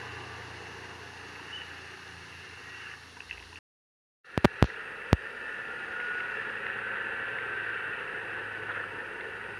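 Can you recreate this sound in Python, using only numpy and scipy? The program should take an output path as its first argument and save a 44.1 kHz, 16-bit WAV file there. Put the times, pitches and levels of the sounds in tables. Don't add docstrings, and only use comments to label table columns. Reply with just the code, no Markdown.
import sys
import numpy as np
from scipy import signal
from scipy.fft import rfft, irfft, next_fast_len
from scipy.io import wavfile
from scipy.ndimage import uniform_filter1d, map_coordinates

SR = 44100
rng = np.random.default_rng(int(sys.argv[2]) if len(sys.argv) > 2 else 0)


def ratio_of_db(decibels):
    return 10 ** (np.asarray(decibels, float) / 20)


def inscribe(sig):
    pcm = np.round(np.clip(np.atleast_2d(sig).T, -1, 1) * 32767)
    wavfile.write(sys.argv[1], SR, pcm.astype(np.int16))


N = 422919


def unit(x):
    return x / np.sqrt(np.mean(x ** 2) + 1e-20)


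def curves(rows):
    s, *cols = np.transpose(rows)
    return [np.interp(np.arange(N) / SR, s, c) for c in cols]


def wobble(rate, size=N):
    coarse = np.arange(0, size + 64, 64)
    knots = rng.standard_normal(int(N * rate / SR) + 4)
    return np.interp(np.arange(size), coarse, map_coordinates(knots, [coarse * rate / SR]))


def coloured(x, spectrum):
    m = next_fast_len(N + 8192)
    f, db = np.transpose(spectrum)
    log_hz = np.log(np.fft.rfftfreq(m, 1 / SR) + 1)
    gain = ratio_of_db(np.interp(log_hz, np.log(f), db, -120, -120))
    return unit(irfft(rfft(x, m) * gain, m)[:N])


def shaking(jolt_db, jolt_rate, streak_db=0):
    z = signal.stft(rng.standard_normal(N), nperseg=2048)[2]
    field = uniform_filter1d(rng.standard_normal(z.shape), size=12, axis=1)
    noise = signal.istft(z * ratio_of_db(streak_db * unit(field)), nperseg=2048)[1][:N]
    return ratio_of_db(jolt_db * wobble(jolt_rate)) * noise


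def tone(hz, db, span, blur_hz):
    t, out = np.arange(N) / SR, np.zeros(N)
    on = (t > span[0]) & (t < span[1])
    edge = np.clip(np.minimum(t[on] - span[0], span[1] - t[on]) / 0.053, 0, 1)
    turns = np.cumsum(hz[on] + blur_hz * wobble(25.08, on.sum())) / SR + rng.random()
    level = ratio_of_db(db[on] + 0.7 * wobble(12, on.sum()))
    out[on] = np.sqrt(2) * edge * level * np.sin(2 * np.pi * turns)
    return out


def follower(x, hold_s):
    return signal.lfilter([1], [1, -np.exp(-1 / (hold_s * SR))], np.abs(x)) / (hold_s * SR)


def ride():
    # (time [s], tyre roar for road speed [dB], casing chatter for engine shake [dB])
    motion = [(0.0, -46, -45), (1.04, -50, -50), (1.65, -51.5, -47.5), (2.2, -55.5, -49.5),
              (2.62, -55.5, -49.5), (2.92, -55.5, -45.5), (2.96, -57.5, -52), (3.15, -57.5, -55.5),
              (3.56, -59, -57), (4.2, -65, -55), (4.35, -55.5, -47), (4.6, -50.5, -41), (5.2, -49.5, -42),
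              (5.8, -47.5, -40), (6.3, -47, -37), (7.95, -46, -37), (8.6, -45.5, -40.5), (9.59, -45.5, -42)]
    # (time [s], length [s], extra shake [dB])
    jolts = [(1.715, .04, 1), (3.035, .02, 5), (3.168, 0.033, 4), (3.346, 0.073, 6), (3.378, .02, 2),
             (3.396, .025, 0), (3.43, 0.026, 2), (3.472, .014, 1), (3.58, .05, 7), (6.42, 0.12, 0.5),
             (6.93, 0.084, 2.5), (8.698, 0.054, 7), (8.762, 0.063, 7), (8.805, 0.03, 4)]
    # (frequency [Hz], level [dB per Hz])
    roar = [
        [(21, -70.5), (35, -40), (48, -27), (62, -20.5), (80, -11.5), (182, -10.5), (227, -14.5), (255, -9), (337, -6), (379, -2), (445, -1), (596, -15), (822, -3.5), (1150, -7), (1500, -27), (2530, -120)],
        [(21, -45), (35, -23.5), (49, -22), (75, -12), (103, -10.5), (144, -8.5), (211, -11), (271, -10), (445, 2.5), (538, -1), (596, -12), (937, -5), (1070, -14.5), (1150, -15), (1500, -38), (2530, -120)],
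    ]
    casing = [
        [(650, -37.5), (1100, -28.5), (1170, -1), (1280, -1.5), (1730, 6), (2280, -4), (2960, -42), (5020, -120)],
        [(650, -20), (1100, -13.5), (1230, -7.5), (1460, 4), (1510, -1), (1640, 1.5), (1810, 2.5), (1940, -1.5), (2170, -19), (2280, -16), (2960, -74), (5020, -120)],
    ]
    mount = [
        [(1320, -43.5), (2250, -29), (2470, -9), (2630, 1), (2760, 3), (2910, -1), (3070, -13), (3300, -20), (4290, -48), (7260, -120)],
        [(1320, -51), (2250, -5.5), (2460, -3.5), (2570, 1.5), (2680, 4.5), (3070, -9.5), (3300, -13.5), (4290, -26), (7260, -120)],
    ]
    spray = [
        [(1880, -36), (3200, -4.5), (4540, -1.5), (4930, -5.5), (5510, -4.5), (6320, -8), (6840, -11.5), (7610, -21.5), (8200, -24), (10700, -52), (18000, -120)],
        [(1880, -33), (3200, -5.5), (3490, -14), (3840, -3.5), (4150, -11), (4650, -6), (5170, -11.5), (7230, -18), (8200, -45), (10700, -54), (18000, -120)],
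    ]
    t = np.arange(N) / SR
    late = t > 4
    speed_db, shake_db = curves(motion)

    jolt_db = np.zeros(N)
    for s, length, db in jolts:
        jolt_db += db * np.cos(np.pi * np.clip((t - s) / length, -.5, .5)) ** 2
    puddle_end_s, puddle_fade_s, puddle_db = 6.56, .5, 4.5
    drying = np.clip(4 * (t - puddle_end_s) / puddle_fade_s, -50, 50)
    puddle = late * puddle_db / (1 + np.exp(drying))
    brake_db = 1.5 * np.clip((t - 2.7) / .1, 0, 1) * np.clip((2.945 - t) / .015, 0, 1)

    def follow(db, mean_db, base_db, slope):
        slow, fast = [base_db[i] + slope[i] * (db - mean_db[i]) for i in (0, 1)]
        return np.where(late, fast, slow)

    mount_db = follow(shake_db, mean_db=(-49, -40), base_db=(-53.5, -49), slope=(.79, .89))
    mount_db = mount_db + np.where(late, .36, 1.15) * jolt_db + brake_db
    spray_db = follow(speed_db, mean_db=(-54, -47), base_db=(-57.5, -68), slope=(.15, .61)) + puddle

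    chatter = shaking(jolt_db=1.0, jolt_rate=170, streak_db=2) * ratio_of_db(0.35 * wobble(22))
    rumble = shaking(jolt_db=1.0, jolt_rate=60, streak_db=2)
    splashing = shaking(jolt_db=0.66, jolt_rate=73, streak_db=2)
    layers = [(speed_db + 0.398 * jolt_db, rumble, roar), (shake_db + jolt_db, chatter, casing),
              (mount_db, chatter, mount), (spray_db, splashing, spray)]
    out = np.zeros(N)
    for db, noise, (slow, fast) in layers:
        out += ratio_of_db(db) * np.where(late, coloured(noise, fast), coloured(noise, slow))
    return out


def idling():
    # (time [s], firing rate [Hz], third harmonic [dB], fourth harmonic [dB])
    coasting = [(0, 29.5, -57, -54), (.12, 29.2, -52.5, -50), (.6, 29.2, -55, -57),
                (1.2, 28.94, -56.5, -59.5), (1.5, 28.7, -61, -62), (1.62, 28.7, -57, -68),
                (1.85, 28.44, -57.5, -62), (1.98, 28.46, -64, -70), (2.1, 28.4, -58, -59),
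                (2.4, 28.18, -60, -64.5), (2.55, 27.8, -61, -63), (2.8, 27.6, -64, -62),
                (3.05, 27.7, -60.5, -65), (3.2, 28.1, -62, -70), (3.4, 27.9, -59, -72),
                (3.57, 28.5, -55, -68)]
    # (harmonic number [1], relative level [dB])
    orders = [(1, -26.5), (2, -20.5), (3, -2), (4, -1), (5, -7.5), (6, -9), (7, -9.5), (8, -15.5), (9, -9),
              (10, -6), (11, -19), (12, -30), (13, -8.5)]
    t = np.arange(N) / SR
    hz, third_db, fourth_db = curves(coasting)
    span = (-1, 3.7)
    upper_db, sink_db_per_s = -59, 2
    out = tone(4 * hz, fourth_db, span, blur_hz=.4)
    for k, db in orders:
        if k == 4:
            continue
        base_db = third_db
        if k > 4:
            waver_db = (2 + .5 * t) * wobble(6) - 1
            base_db = upper_db - sink_db_per_s * t * k / 8 + waver_db
        out += tone(k * hz, db - dict(orders)[3] + base_db, span, blur_hz=.12 * k)
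    return out


def pulling():
    # (time [s], twice the shaft rate [Hz], load [dB])
    throttle = [(4.3, 108, -66), (5.5, 111, -78), (6.7, 112.7, -60.5), (7.2, 111.2, -62),
                (7.7, 107.7, -56.5), (8, 108.3, -65), (8.6, 103.5, -54), (8.95, 103.3, -56.5),
                (9.15, 100.8, -69), (9.6, 100.4, -54)]
    # (frequency [Hz], level [dB])
    pipe = [(198, -62), (207, -78), (216, -72.5), (224, -63.5)]
    hz, load_db = curves(throttle)
    shaft_db = np.full(N, -69.5)
    pipe_db = np.interp(2 * hz, *np.transpose(pipe))
    out = np.zeros(N)
    for k, db in ((.5, shaft_db), (1, load_db), (2, pipe_db)):
        out += tone(k * hz, db, (4.3, 10), blur_hz=0.41)
    return out


def gear_whine():
    # (time [s], frequency [Hz], level [dB])
    mesh = [(5.62, 1400, -52), (5.71, 1410, -41), (5.75, 1415, -54), (5.79, 1428, -44), (5.86, 1432, -47),
            (5.95, 1445, -39), (6.21, 1460, -36), (6.32, 1478, -43), (6.4, 1482, -62), (6.9, 1540, -42),
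            (7.35, 1555, -41), (7.65, 1545, -40.5), (7.9, 1552, -44), (8.05, 1545, -53), (8.5, 1510, -44.5),
            (8.8, 1500, -46), (9, 1495, -59), (9.6, 1496, -49)]
    return tone(*curves(mesh), (mesh[0][0], 10), blur_hz=2.1)


def hums():
    # (start [s], end [s], first frequency [Hz], last frequency [Hz], level [dB])
    singing = [(5.4, 5.85, 1756, 1755, -45), (6.2, 6.5, 1755, 1752, -43), (6.7, 7.35, 1743, 1729, -42),
               (0, .45, 1195, 1175, -55), (6.3, 7.24, 207, 209, -60), (2.15, 2.65, 89.5, 91, -60),
               (3.26, 3.5, 60, 58, -59), (2.62, 2.8, 1880, 1930, -52), (2.76, 2.95, 1700, 1700, -50),
               (2.7, 2.8, 2700, 2740, -51), (2.84, 2.93, 2780, 2700, -49), (.6, .9, 389, 376, -57),
               (1.6, 2.25, 380, 376, -61), (2.42, 2.55, 378, 376, -60), (4.6, 5.9, 552, 547, -61),
               (6.3, 7.45, 546, 541, -57), (5.45, 5.65, 1455, 1465, -46), (6.45, 6.6, 1680, 1680, -42),
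               (4.7, 5.6, 620, 618, -64)]
    swell_db, waver_db = 5.5, 2
    out = np.zeros(N)
    for start, end, first_hz, last_hz, db in singing:
        middle = ((start + end) / 2, (first_hz + last_hz) / 2, db)
        hz, level_db = curves([(start, first_hz, db - swell_db), middle, (end, last_hz, db - swell_db)])
        level_db = level_db + waver_db * wobble(5)
        out += tone(hz, level_db, (start - .04, end + .04), blur_hz=first_hz * .0015)
    return out


def squeak():
    # (time [s], frequency [Hz], level [dB])
    rub = [(1.512, 2810, -58.5), (1.53, 2900, -41), (1.548, 2990, -42), (1.564, 2970, -38.5),
           (1.576, 2830, -45), (1.585, 3000, -48), (1.62, 2950, -49.5), (1.64, 2880, -53),
           (1.665, 2840, -57)]
    hz, db = curves(rub)
    u = np.arange(N) / SR - 1.535
    slip_hz, slip_gain_hz_per_s = 68, 220
    slip_turns = slip_hz * u + slip_gain_hz_per_s * u ** 2 / 2
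    slip_db = np.interp(u, (.03, .05), (1.5, 5.5)) * np.cos(2 * np.pi * slip_turns)
    return tone(hz + 25 * wobble(150), db + slip_db, (1.46, 1.7), blur_hz=10)


def knocks():
    # (time [s], peak [dB], frame [Hz], mount part [dB], hollow part [dB])
    rattle = [(.42, -34, 2060, -8, -17), (1.352, -37, 1800, -8, -15), (1.3577, -34.5, 2100, 1, -19),
              (1.394, -39, 1870, 0, 3), (1.499, -34, 1800, -10, -19), (1.616, -27.5, 1800, -5, -17),
              (1.711, -31, 1508, -10, -15), (1.732, -37, 1420, -12, -15), (2.9362, -29, 1700, -15, -19),
              (3.166, -38, 1750, -10, -6), (3.1698, -44, 1500, -12, 5.5), (3.2031, -32, 1780, 3.5, -10),
              (3.219, -47, 1700, 11, -8), (3.292, -40, 2300, -3, -15), (3.2963, -32, 2050, -6, -20),
              (3.309, -27.5, 1970, 5, -25), (3.3147, -39, 2290, 9, -9), (3.3262, -42, 1810, 12, -8),
              (3.373, -38, 2000, -2, -15), (3.378, -35, 2050, -2, -15), (3.393, -45, 1920, 6, -10),
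              (3.399, -44, 2400, 8, -8), (3.408, -49, 1800, -3, 8), (3.4245, -35, 1910, -5, -18),
              (3.437, -43, 2000, -10, -15), (3.471, -45, 2200, 4, -13), (3.5274, -36, 1800, -1, -2.5),
              (3.5565, -41, 2100, 6.5, -14), (3.562, -46, 1900, 6, -14), (3.572, -41, 2100, -2, -12)]
    # (time [s], peak [dB], frame [Hz], mount part [dB], bright part [dB])
    ticks = [(4.7, -24, 1940, -25, -25), (5.016, -30, 2050, -21, -25), (6, -26.5, 2090, -6, -24),
             (6.2028, -26, 2100, -4.5, -20), (6.3178, -27, 1850, -11, -25), (6.45, -28, 1820, -20, -23),
             (6.6645, -19.5, 1950, -13, -17), (6.8699, -20, 1650, -15, -25), (6.969, -26, 1990, -12, -18),
             (7.009, -24, 1800, -10, -25), (7.1213, -21, 1740, -27, -25), (7.384, -23, 2070, -12, -17),
             (7.5975, -29, 1900, -1, -25), (7.932, -32, 1897, 2, -22), (8.7, -28, 1600, -18, -25),
             (8.7062, -21, 1610, -22, -25), (8.716, -30, 1810, -10, -12), (8.723, -38, 2320, -4, -3),
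             (8.7755, -23, 1670, -20, -19), (8.799, -27, 1700, -16, -24), (8.8382, -24, 1490, -11, -26),
             (9.2075, -26.5, 2100, -9, -11)]
    # (frequency [Hz], T60 [s])
    parts = [
        (2708, 0.011),
        (2930, .012),
        (966, 0.04),
        (3430, .009),
        (3900, .008),
    ]
    frame_t60_s, frame_twin = 0.013, 0.864
    rise_s = .0026
    rows = [(*row, -25.5) for row in rattle]
    rows += [(*row[:4], -18, row[4]) for row in ticks]
    out, t = np.zeros(N + SR), np.arange(SR // 20) / SR
    rise = np.sin(np.pi / 2 * np.clip(t / rise_s, 0, 1)) ** 2
    ringing_s = np.maximum(t - rise_s, 0)
    detunes = rng.standard_normal((len(rows), 7))
    for (s, db, frame_hz, mount_db, hollow_db, bright_db), detune in zip(rows, detunes):
        modes = [(frame_hz, frame_t60_s), (frame_hz * frame_twin, frame_t60_s)] + list(parts)
        levels_db = (-5, -10, mount_db - 2.5, mount_db - 16, hollow_db - 5.5, bright_db - 8.5, bright_db - 14.5)
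        for (hz, t60), part_db, d in zip(modes, levels_db, detune):
            decay = ratio_of_db(db + part_db - 60 * ringing_s / t60)
            ring = np.sin(2 * np.pi * hz * (1 + 0.021 * d) * t + d)
            out[round(s * SR):][:len(t)] += decay * rise * ring
    return out[:N]


def drops():
    # (time [s], pressure step [dB], leak time [ms])
    splashes = [
        (4.37703, -4.6, .88),
        (4.44531, -4.5, 1),
        (4.44863, 3.3, .88),
        (4.45375, 2.9, .87),
        (4.62592, 0, 80),
        (4.64266, -12.8, 40),
        (5.12988, -.6, 170),
    ]
    # (time [s], level [dB])
    drain = [(4.63, -65), (4.655, -50), (4.7, -57), (4.75, -66), (4.8, -90)]
    out, film = np.zeros((2, N))
    for s, db, leak_ms in splashes:
        i = round(s * SR)
        t = np.arange(N - i) / SR
        rise_s = .00018 if leak_ms < 2 else .00016 if leak_ms < 100 else .000135
        rise = np.sin(np.pi / 2 * np.clip(t / rise_s, 0, 1))
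        out[i:] += ratio_of_db(db) * rise * np.exp(-1000 * t / leak_ms)
        if leak_ms > 50:
            film[i - 330:i - 30] -= ratio_of_db(db - 28) * np.hanning(300)
            after = t[:-600]
            film[i + 600:] -= ratio_of_db(db - 30 - 700 * after) * np.sin(2 * np.pi * 50 * after)
    swing, vent = 2 * np.pi * 79.8, 2 * np.pi * 85
    low_cut = np.polymul([1, swing / 1.41, swing ** 2], [1, vent])
    pops = signal.lfilter(*signal.bilinear([1, 0, 0, 0], low_cut, SR), out)
    squeeze = 1 + 3.2 * follower(pops, .008)
    fizz = coloured(shaking(jolt_db=2.2, jolt_rate=190),
                    [(3000, -5.0), (4200, 0.5), (5000, -14.5), (5800, -8.0), (7000, -20.5), (8500, -40)])
    return pops / squeeze + film + ratio_of_db(curves(drain)[0]) * fizz


def circuit():
    # (frequency [Hz], level [dB per Hz])
    hiss = [
        [(4590, -34.5), (7800, -5.5), (10100, 4), (11300, -8.5), (12800, -14), (15200, -11.5), (16000, -23.5)],
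        [(4120, -41), (7000, -23), (7550, -5.5), (8560, -1), (9490, 2.5), (10900, -8), (11900, -13), (15100, -12), (16000, -17)],
    ]
    late = np.arange(N) > 4 * SR
    t = np.arange(N) / SR
    turn = np.where(late, np.pi * 2.98 * t + .59, np.pi * 3.05 * t - .55) + .15 * wobble(3)
    upper, lower, steady = rng.standard_normal((3, N))
    upper_before = ratio_of_db(-75.5) * coloured(upper, [(9600, -28.5), (10400, -6.0), (11400, -9.0), (12400, -28.0)])
    upper_after = ratio_of_db(-78) * coloured(upper, [(9400, -25), (10100, 0), (11000, -4), (11900, -22)])
    upper = np.where(late, upper_after, upper_before)
    lower = ratio_of_db(-75) * coloured(lower, [(7800, -26.5), (8600, -3.5), (9600, -4.5), (10300, -24.0)])
    steady = np.where(late, ratio_of_db(-72.5) * coloured(steady, hiss[1]), ratio_of_db(-70.5) * coloured(steady, hiss[0]))
    wake = ratio_of_db(late * -6 * np.exp(-np.abs(t - 4.25) / 0.18))
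    return wake * (steady + np.cos(turn) * upper + np.sin(turn) * lower)


def scene():
    pops = drops()
    bed = ride() + idling() + pulling() + gear_whine() + hums() + squeak() + knocks() + circuit()
    band_limit = signal.ellip(12, .1, 80, 15600, fs=SR, output="sos")
    bed = signal.sosfilt(band_limit, bed)
    return (bed / (1 + 10 * follower(pops, 0.044)) + pops)[None]


def roll_off(x):
    return signal.sosfilt(signal.butter(12, 16800, fs=SR, output="sos"), x)


def record(dry):
    # (time [s], gain [dB])
    dropout = [(3.5888, 0), (3.5903, -62), (3.594, -140), (4.228, -140), (4.237, -40), (4.243, -30),
               (4.247, -6), (4.262, -3), (4.3, 0)]
    band_limit = signal.ellip(8, .05, 40, 16500, fs=SR, output="sos")
    limited = signal.sosfiltfilt(band_limit, dry)
    return roll_off(limited * ratio_of_db(curves(dropout)[0]))


dry = scene()
out = record(dry)
inscribe(out)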